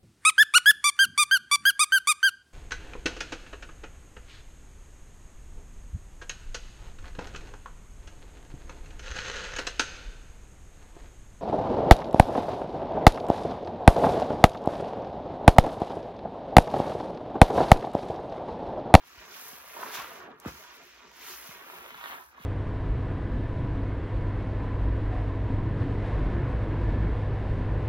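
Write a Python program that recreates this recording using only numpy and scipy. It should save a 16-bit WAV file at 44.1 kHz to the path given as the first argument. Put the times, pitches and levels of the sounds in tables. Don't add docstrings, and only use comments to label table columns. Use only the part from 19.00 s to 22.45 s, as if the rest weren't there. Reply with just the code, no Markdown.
import sys
import numpy as np
from scipy import signal
from scipy.fft import rfft, irfft, next_fast_len
from scipy.io import wavfile
from scipy.ndimage import map_coordinates

SR = 44100
rng = np.random.default_rng(int(sys.argv[2]) if len(sys.argv) > 2 else 0)


def transcribe(signal):
    frames = np.atleast_2d(signal).T
    limited = np.clip(frames, -1, 1)
    pcm = np.round(limited * 32767).astype(np.int16)
    wavfile.write(sys.argv[1], SR, pcm)


N = 152145

# [t/s, level/dB]
GURGLE_LEVEL = [(0.0, -68.5), (0.11, -70.5), (0.22, -56), (0.7, -66), (0.77, -53.5), (0.87, -47.5),
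                (0.93, -56), (0.97, -46.5), (1.1, -59.5), (1.25, -49.5), (1.32, -49.5), (1.375, -61.5),
                (1.44, -57.5), (1.47, -37.5), (1.49, -47), (1.52, -56.5), (1.69, -64.5), (1.82, -58.5),
                (1.94, -70.5), (2.06, -55), (2.13, -66), (2.34, -56), (2.37, -64.5), (2.82, -55),
                (3.01, -61.5), (3.13, -52), (3.29, -75.5), (3.4, -65), (3.44, -62)]
# [t/s, level/dB]
SLOSH_LEVEL = [(0.0, -71), (0.12, -67.5), (0.23, -61), (0.72, -59), (0.77, -47.5), (0.86, -48.5),
               (0.95, -54.5), (1.32, -52.5), (1.35, -73), (1.43, -60), (1.46, -47), (1.52, -66.5),
               (1.62, -58), (1.64, -70.5), (1.83, -58.5), (1.86, -69), (2.86, -55.5), (2.97, -70),
               (3.13, -53.5), (3.27, -73.5), (3.45, -63)]
# [t/s, level/dB]
SQUELCH_LEVEL = [(0.0, -63), (0.25, -53.5), (0.72, -52.5), (0.76, -46.5), (0.81, -45.5), (0.84, -41.5),
                 (0.89, -43.5), (1.03, -42.5), (1.08, -47.5), (1.19, -47.5), (1.31, -50), (1.36, -56.5),
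                 (1.44, -55.5), (1.48, -45.5), (1.51, -54), (1.57, -53), (1.82, -57.5), (1.93, -66),
                 (2.04, -55), (2.13, -61.5), (2.33, -49.5), (2.37, -54.5), (2.86, -49.5), (2.93, -53.5),
                 (3.14, -45), (3.21, -47.5), (3.3, -60), (3.38, -51), (3.44, -55)]
# [t/s, level/dB]
CRACKLE_LEVEL = [(0.0, -60), (0.16, -57), (0.21, -50), (0.28, -57), (0.35, -50.5), (0.62, -56), (0.75, -51),
                 (0.92, -46.5), (0.95, -39.5), (1.02, -45), (1.06, -48.5), (1.22, -55), (1.4, -67.5),
                 (1.47, -48.5), (1.55, -54.5), (2.1, -58), (2.12, -60.5), (2.26, -48), (2.34, -49),
                 (2.37, -52.5), (2.51, -50), (2.61, -54.5), (2.71, -51), (2.96, -51), (3.12, -46),
                 (3.18, -55), (3.3, -68.5), (3.44, -52)]
# [t/s, level/dB]
SIZZLE_LEVEL = [(0.0, -71), (0.07, -59), (0.29, -54.5), (0.35, -50), (0.52, -53), (0.62, -60.5),
                (0.88, -50), (0.91, -53), (0.95, -40.5), (1.06, -56), (1.19, -56.5), (1.28, -73.5),
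                (1.38, -78), (1.41, -64), (1.43, -66.5), (1.48, -50), (1.52, -54), (2.03, -61.5),
                (2.16, -57.5), (2.26, -48.5), (2.33, -46), (2.38, -54), (2.52, -53), (2.6, -62),
                (2.78, -59.5), (2.93, -63.5), (3.1, -60), (3.36, -72.5), (3.44, -65)]
# [t/s, level/dB]
FIZZ_LEVEL = [(0.0, -72), (0.06, -61.5), (0.24, -61.5), (0.41, -46), (0.5, -46.5), (0.63, -54), (0.81, -47),
              (0.9, -49), (0.95, -41), (1.04, -50.5), (1.17, -54.5), (1.32, -85), (1.36, -82.5),
              (1.48, -52), (1.53, -56), (1.61, -54), (1.7, -65.5), (1.76, -55.5), (1.8, -69), (1.85, -61.5),
              (2.06, -76), (2.27, -45), (2.5, -49.5), (2.61, -57), (2.73, -52.5), (2.96, -56.5),
              (3.1, -49.5), (3.3, -61.5), (3.35, -78), (3.44, -56.5)]
# [t/s, level/dB]
CUPPED_LEVEL = [(2.6, -89), (3.03, -54.5), (3.1, -46), (3.15, -45.5), (3.2, -56), (3.28, -88)]
# [t/s, delay/ms]
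ESCAPE_DELAY = [(0.3, 0.097), (.8, 0.056), (.95, 0.0054), (1.5, 0.12), (2.3, 0.023), (2.7, .15),
                (3.1, 0.23)]
# [f/Hz, phase/rad]
FIZZ_PHASE = [(6000, 3.58), (8600, 2.97), (9400, 3.35), (11500, 4.82), (13400, 5.4), (16000, 6.4)]
# [t/s, level/dB, f/Hz]
POP_EVENTS = [(0.0783, -41, 1470), (0.937, -27, 1430), (0.9895, -25, 1350), (.9555, -23, 1580),
              (1.0008, -22.5, 1300), (1.045, -23.5, 1270), (1.096, -30, 1400), (1.24, -41, 1150),
              (1.3175, -36, 1380), (1.935, -46, 1540), (2.0058, -37, 1100), (2.23, -39.5, 1870),
              (2.7, -26, 1060), (2.842, -34, 1200), (2.862, -28, 1060), (2.89, -31, 1200),
              (2.9062, -27.5, 1240), (2.9434, -32, 1190), (2.9457, -24.5, 1390), (3.012, -26, 1260),
              (3.0402, -19, 1450), (3.0587, -20, 1360), (3.072, -24.5, 1200), (3.122, -24, 1120),
              (3.1312, -25, 1100), (3.1702, -35, 1230)]
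# [t/s, level/dB, f/Hz]
GULP_EVENTS = [(.766, -30, 904), (0.8321, -22, 980), (0.846, -38, 1050), (0.8645, -28, 1113),
               (0.998, -30, 1120), (1.177, -41, 720), (1.203, -39, 715), (1.222, -37, 1070),
               (1.265, -40, 780), (1.288, -37.5, 736), (3.381, -34, 1050)]
# [t/s, level/dB, f/Hz]
SLAP_EVENTS = [(1.4507, -29.5, 1000), (1.4585, -26.5, 1220), (1.47, -34, 1130), (1.475, -33, 1470),
               (1.483, -29.5, 970), (1.489, -30.5, 1370)]
# [t/s, level/dB, decay/s]
SPIT_EVENTS = [(.072, -47, .006), (.942, -35, .004), (.952, -37, .008), (1.4002, -26, .0005),
               (1.459, -41, .002), (1.476, -42, .008), (2.167, -43, .003), (3.263, -44, .001),
               (3.297, -47, .001), (3.421, -52, .008)]
# [t/s, level/dB, f/Hz, decay/s]
PLOP_EVENTS = [(0.172, -48, 191, 0.024), (0.529, -45, 433, 0.0074), (0.986, -45, 278, 0.0065),
               (1.4591, -20, 417, 0.0066), (1.469, -34, 230, 0.014), (1.479, -37, 545, .012),
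               (1.534, -53, 250, 0.02), (2.489, -42.5, 340, 0.0064), (3.397, -46.5, 490, 0.011)]
# [f/Hz, relative level/dB]
WASH_SPECTRUM = [(15, -32), (35, -18), (58, 11.5), (80, 2.5), (120, -9.5), (170, -8), (300, -1.5),
                 (800, -32), (3000, -81)]
# [f/Hz, relative level/dB]
SQUELCH_COLOUR = [(100, -8.5), (205, -4.5), (300, -8.5), (420, 2.5), (600, -1.5), (850, -3), (1100, -0.5),
                  (1600, -2), (2200, 1), (3200, -1), (4500, -2), (6000, -1), (7500, -2), (8500, 3.5),
                  (10500, 2.5), (13000, 3), (15500, 0.5)]
# [f/Hz, width/Hz, boost/dB]
TUB_RESONANCES = [(167, 22, 7), (262, 35, 4), (364, 50, 4), (673, 22, 3), (953, 27, 6), (1160, 45, 3),
                  (1364, 18, 5), (1522, 27, 3), (1637, 27, 4), (1780, 25, 3), (1834, 45, 3), (2170, 27, 5),
                  (2421, 30, 4), (2509, 18, 4), (2789, 27, 4), (3192, 18, 4), (5556, 30, 3), (6212, 27, 5)]
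# [f/Hz, decay/s]
ROOM_DECAY = [(100, 0.51), (500, 0.09), (2000, 0.25), (6000, 0.18), (15000, 0.015)]

WASH_DB = -73.5
EDGE_HZ = 15850
POP_CYCLES, SNAP_DB, SNAP_RATIO = 1, -11.5, 2.39
STICKY_PER_S, STICKY_DB, STICKY_HZ = 130, 13.5, 950
SETTLED, SETTLE_S = 0.255, 0.005
THINNING = .45
PATTERN_S = .05


def amp(db):
    return 10 ** (np.asarray(db) / 20)


def evened(x):
    return x / np.sqrt(np.mean(x ** 2) + 1e-20)


def curve(points):
    return np.interp(np.arange(N) / SR, *np.transpose(points))


def read(points, hz):
    f, value = np.transpose(points)
    return np.interp(np.log(hz + 1), np.log(f + 1), value)


def add(mix, s, sound):
    part = mix[max(round(s * SR), 0):][:len(sound)]
    part += sound[:len(part)]


def filtered(x, response):
    size = next_fast_len(N + 8192)
    hz = np.fft.rfftfreq(size, 1 / SR) + 1e-3
    return irfft(rfft(x, size) * response(hz), size)[..., :N]


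def band(x, lo_hz, hi_hz, order=4):
    edges = [lo_hz, min(hi_hz, SR / 2 - 1)]
    return signal.sosfilt(signal.butter(order, edges, "band", fs=SR, output="sos"), x)


def bubble(hz, cycles, rise):
    u = np.arange(int(np.log(1000) * cycles * SR / hz) + 2) * hz / SR / cycles
    return np.exp(-u) * np.sin(2 * np.pi * cycles * (u + rise * u ** 2 / 2))


def placed(x):
    late = np.arange(N) - curve(ESCAPE_DELAY) * SR / 1000
    return np.array([map_coordinates(x[0], [late], order=3), x[1]])


def swarm(level, lo_hz, hi_hz, per_s, cycles, size_db, clump_db, spread_ms, rise, count=48):
    out, level_db = np.zeros((2, N + 8192)), curve(level)
    busy = amp(THINNING * (level_db - level_db.max()))
    bursting = np.flatnonzero(rng.random(N) < busy * per_s / SR)
    kind = rng.integers(0, count, N)
    sizes, signs = rng.exponential(1, N), rng.choice([-1, 1], N)
    lags = rng.standard_normal(N)
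    for k, hz in enumerate(np.geomspace(lo_hz, hi_hz, count)):
        at = bursting[kind[bursting] == k]
        size = amp(size_db * np.minimum(sizes[at], 4)) * signs[at] / np.sqrt(busy[at])
        lag = np.round(lags[at] * spread_ms * SR / 1000).astype(int)
        ring = bubble(hz, cycles * 2 ** rng.uniform(-.5, .5), rise)[:8000]
        rings = np.outer(size, ring / np.linalg.norm(ring)).ravel()
        for side, start in zip(out, (abs(at + lag), at)):
            np.add.at(side, (start[:, None] + np.arange(len(ring))).ravel(), rings)
    clumps = evened(filtered(rng.standard_normal(N), lambda f: (f > 25) / (1 + (f / 90) ** 2)))
    clumped = band(out[:, :N], lo_hz * 0.811, hi_hz * 1.001) * amp(clump_db * clumps)
    return evened(clumped) * amp(level_db)


def squelching():
    deep = swarm(GURGLE_LEVEL, 102.0, 281, per_s=260, cycles=1.6, size_db=1.0,
                 clump_db=1.4, spread_ms=0.47, rise=0.042)
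    low = swarm(GURGLE_LEVEL, 243.5, 456, per_s=1000, cycles=1.12, size_db=2,
                clump_db=1.5, spread_ms=0.25, rise=0.056)
    middle = swarm(SLOSH_LEVEL, 495, 842, per_s=1300, cycles=1.27, size_db=1.5,
                   clump_db=2.0, spread_ms=0.26, rise=0.042)
    body = swarm(SQUELCH_LEVEL, 843, 1794, per_s=2200, cycles=1.18, size_db=2.0,
                 clump_db=-1.0, spread_ms=0.11, rise=0.025)
    crack = swarm(CRACKLE_LEVEL, 1510, 4170, per_s=3200, cycles=0.72, size_db=2.0,
                  clump_db=0.0, spread_ms=0.048, rise=0.036)
    fine = swarm(SIZZLE_LEVEL, 3860, 7220, per_s=4900, cycles=1.0, size_db=1,
                 clump_db=0.6, spread_ms=0.048, rise=0.067)
    large = amp(-11) * deep + amp(-3) * low
    middling = (middle + body) * amp([[-1.6], [.4]])
    small = (crack + fine) * amp([[-1.2], [.2]])
    return placed(large + middling + small)


def foam():
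    fizz = swarm(FIZZ_LEVEL, 5770, 21700, per_s=9300, cycles=0.27, size_db=2.5,
                 clump_db=0.36, spread_ms=0.0026, rise=0.026)
    ticks = swarm(FIZZ_LEVEL, 7500, 15500, per_s=400, cycles=1, size_db=4.5,
                  clump_db=.5, spread_ms=.004, rise=.02)
    left, right = fizz + amp(-15.0) * ticks
    return np.array([filtered(left, lambda f: np.exp(1j * read(FIZZ_PHASE, f))), right])


def cupped():
    low = swarm(CUPPED_LEVEL, 854, 2150, per_s=750, cycles=0.82, size_db=2,
                clump_db=1, spread_ms=0.015, rise=0.098)
    high = swarm(CUPPED_LEVEL, 3000, 3900, per_s=990, cycles=1.5, size_db=-0.5,
                 clump_db=6, spread_ms=0.033, rise=0.04)
    return placed(low + amp(-13) * high)


def pop(hz):
    out = np.zeros(1024)
    add(out, 0, amp(-4) * bubble(hz, POP_CYCLES, rise=0.061))
    add(out, 0, amp(SNAP_DB) * bubble(hz * SNAP_RATIO, 2 * POP_CYCLES, rise=0.037))
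    return out


def popping():
    out, level_db = np.zeros(N), curve(CRACKLE_LEVEL)
    for s, db, hz in POP_EVENTS:
        add(out, s, amp(db) * pop(hz))
    for when, size, pitch in rng.random((int(STICKY_PER_S * N / SR), 3)):
        db = level_db[int(when * N)] + STICKY_DB * size
        add(out, when * N / SR, amp(db) * pop(STICKY_HZ * 3 ** pitch))
    out = band(out, 520, 4800, order=2)
    return placed([out, out]) * amp([[-.8], [.8]])


def bursts():
    out = np.zeros(N)
    for s, db, hz in GULP_EVENTS:
        add(out, s, amp(db - 4.5) * bubble(hz, cycles=4.6, rise=0.017))
    for s, db, hz in SLAP_EVENTS:
        add(out, s, amp(db) * bubble(hz, cycles=1.17, rise=0.029))
    out = band(out, 440, 4000, order=2)
    return placed([out, out]) * amp([[-1.2], [1.2]])


def spits():
    out = np.zeros((2, N))
    t = np.arange(4096) / SR
    for s, db, decay in SPIT_EVENTS:
        noise = rng.standard_normal(len(t)) + .5 * rng.standard_normal((2, len(t)))
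        jet = amp(db - 9) * np.exp(-t / decay) * noise
        add(out[0], s, jet[0])
        add(out[1], s, jet[1])
    return band(out, 4200, EDGE_HZ, order=2)


def water():
    plops, t = np.zeros(N), np.arange(8192) / SR
    for s, db, hz, decay in PLOP_EVENTS:
        pitch = hz * (SETTLED + (1 - SETTLED) * np.exp(-t / SETTLE_S))
        envelope = (1 - np.exp(-t / (0.27 * decay))) * np.exp(-t / decay)
        add(plops, s, amp(db - 0.5) * envelope * np.sin(2 * np.pi * np.cumsum(pitch) / SR))
    noise = rng.standard_normal((3, N))
    wash = evened(filtered(noise[0] + 0.73 * noise[1:], lambda f: amp(read(WASH_SPECTRUM, f))))
    return band(plops, 38, 1000, order=2) + amp(WASH_DB) * wash


def tub(f):
    peaks_db = sum(db / (1 + (2 * (f - hz) / width) ** 2) for hz, width, db in TUB_RESONANCES)
    log_gain = np.log(amp(read(SQUELCH_COLOUR, f) + peaks_db - 1.35))
    mirrored = np.r_[log_gain, log_gain[-2:0:-1]]
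    return np.exp(signal.hilbert(mirrored).conj()[:len(f)])


def room(x, size=12288, count=9):
    t, out = np.arange(size) / SR, np.zeros((2, N))
    turn = np.arange(N) / SR / PATTERN_S
    for k in range(count):
        sparse = rng.standard_normal((2, size)) * (rng.random((2, size)) < .1)
        taps = sparse * (t > .002) * (1 + 3 * np.exp(-t / 0.0071))
        hz, when, z = signal.stft(taps, SR, nperseg=256)
        z[1] += (z[0] - z[1]) / (1 + (hz[:, None] / 600) ** 2)
        decay = amp(-60 * when / read(ROOM_DECAY, hz)[:, None])
        tail = signal.istft(z * decay, SR, nperseg=256)[1]
        share = np.cos(np.pi / 2 * np.minimum(abs((turn - k + 1) % count - 1), 1))
        out += signal.fftconvolve(x * share, tail / np.linalg.norm(tail[0]), axes=1)[:, :N]
    return out


def scene():
    wet = filtered(squelching() + cupped(), tub)
    fizz = filtered(foam(), tub)
    near = popping() + spits()
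    single, low = bursts(), water()
    echoes = room(amp(-7.5) * wet + amp(-3.5) * single + amp(-9.5) * near + amp(-13) * low)
    return wet + fizz + single + near + low + echoes


def record(dry):
    lowpass = signal.firwin(511, EDGE_HZ, window=("kaiser", 9), fs=SR)
    return signal.oaconvolve(dry, lowpass[None], "same")


dry = scene()
out = record(dry)
transcribe(out)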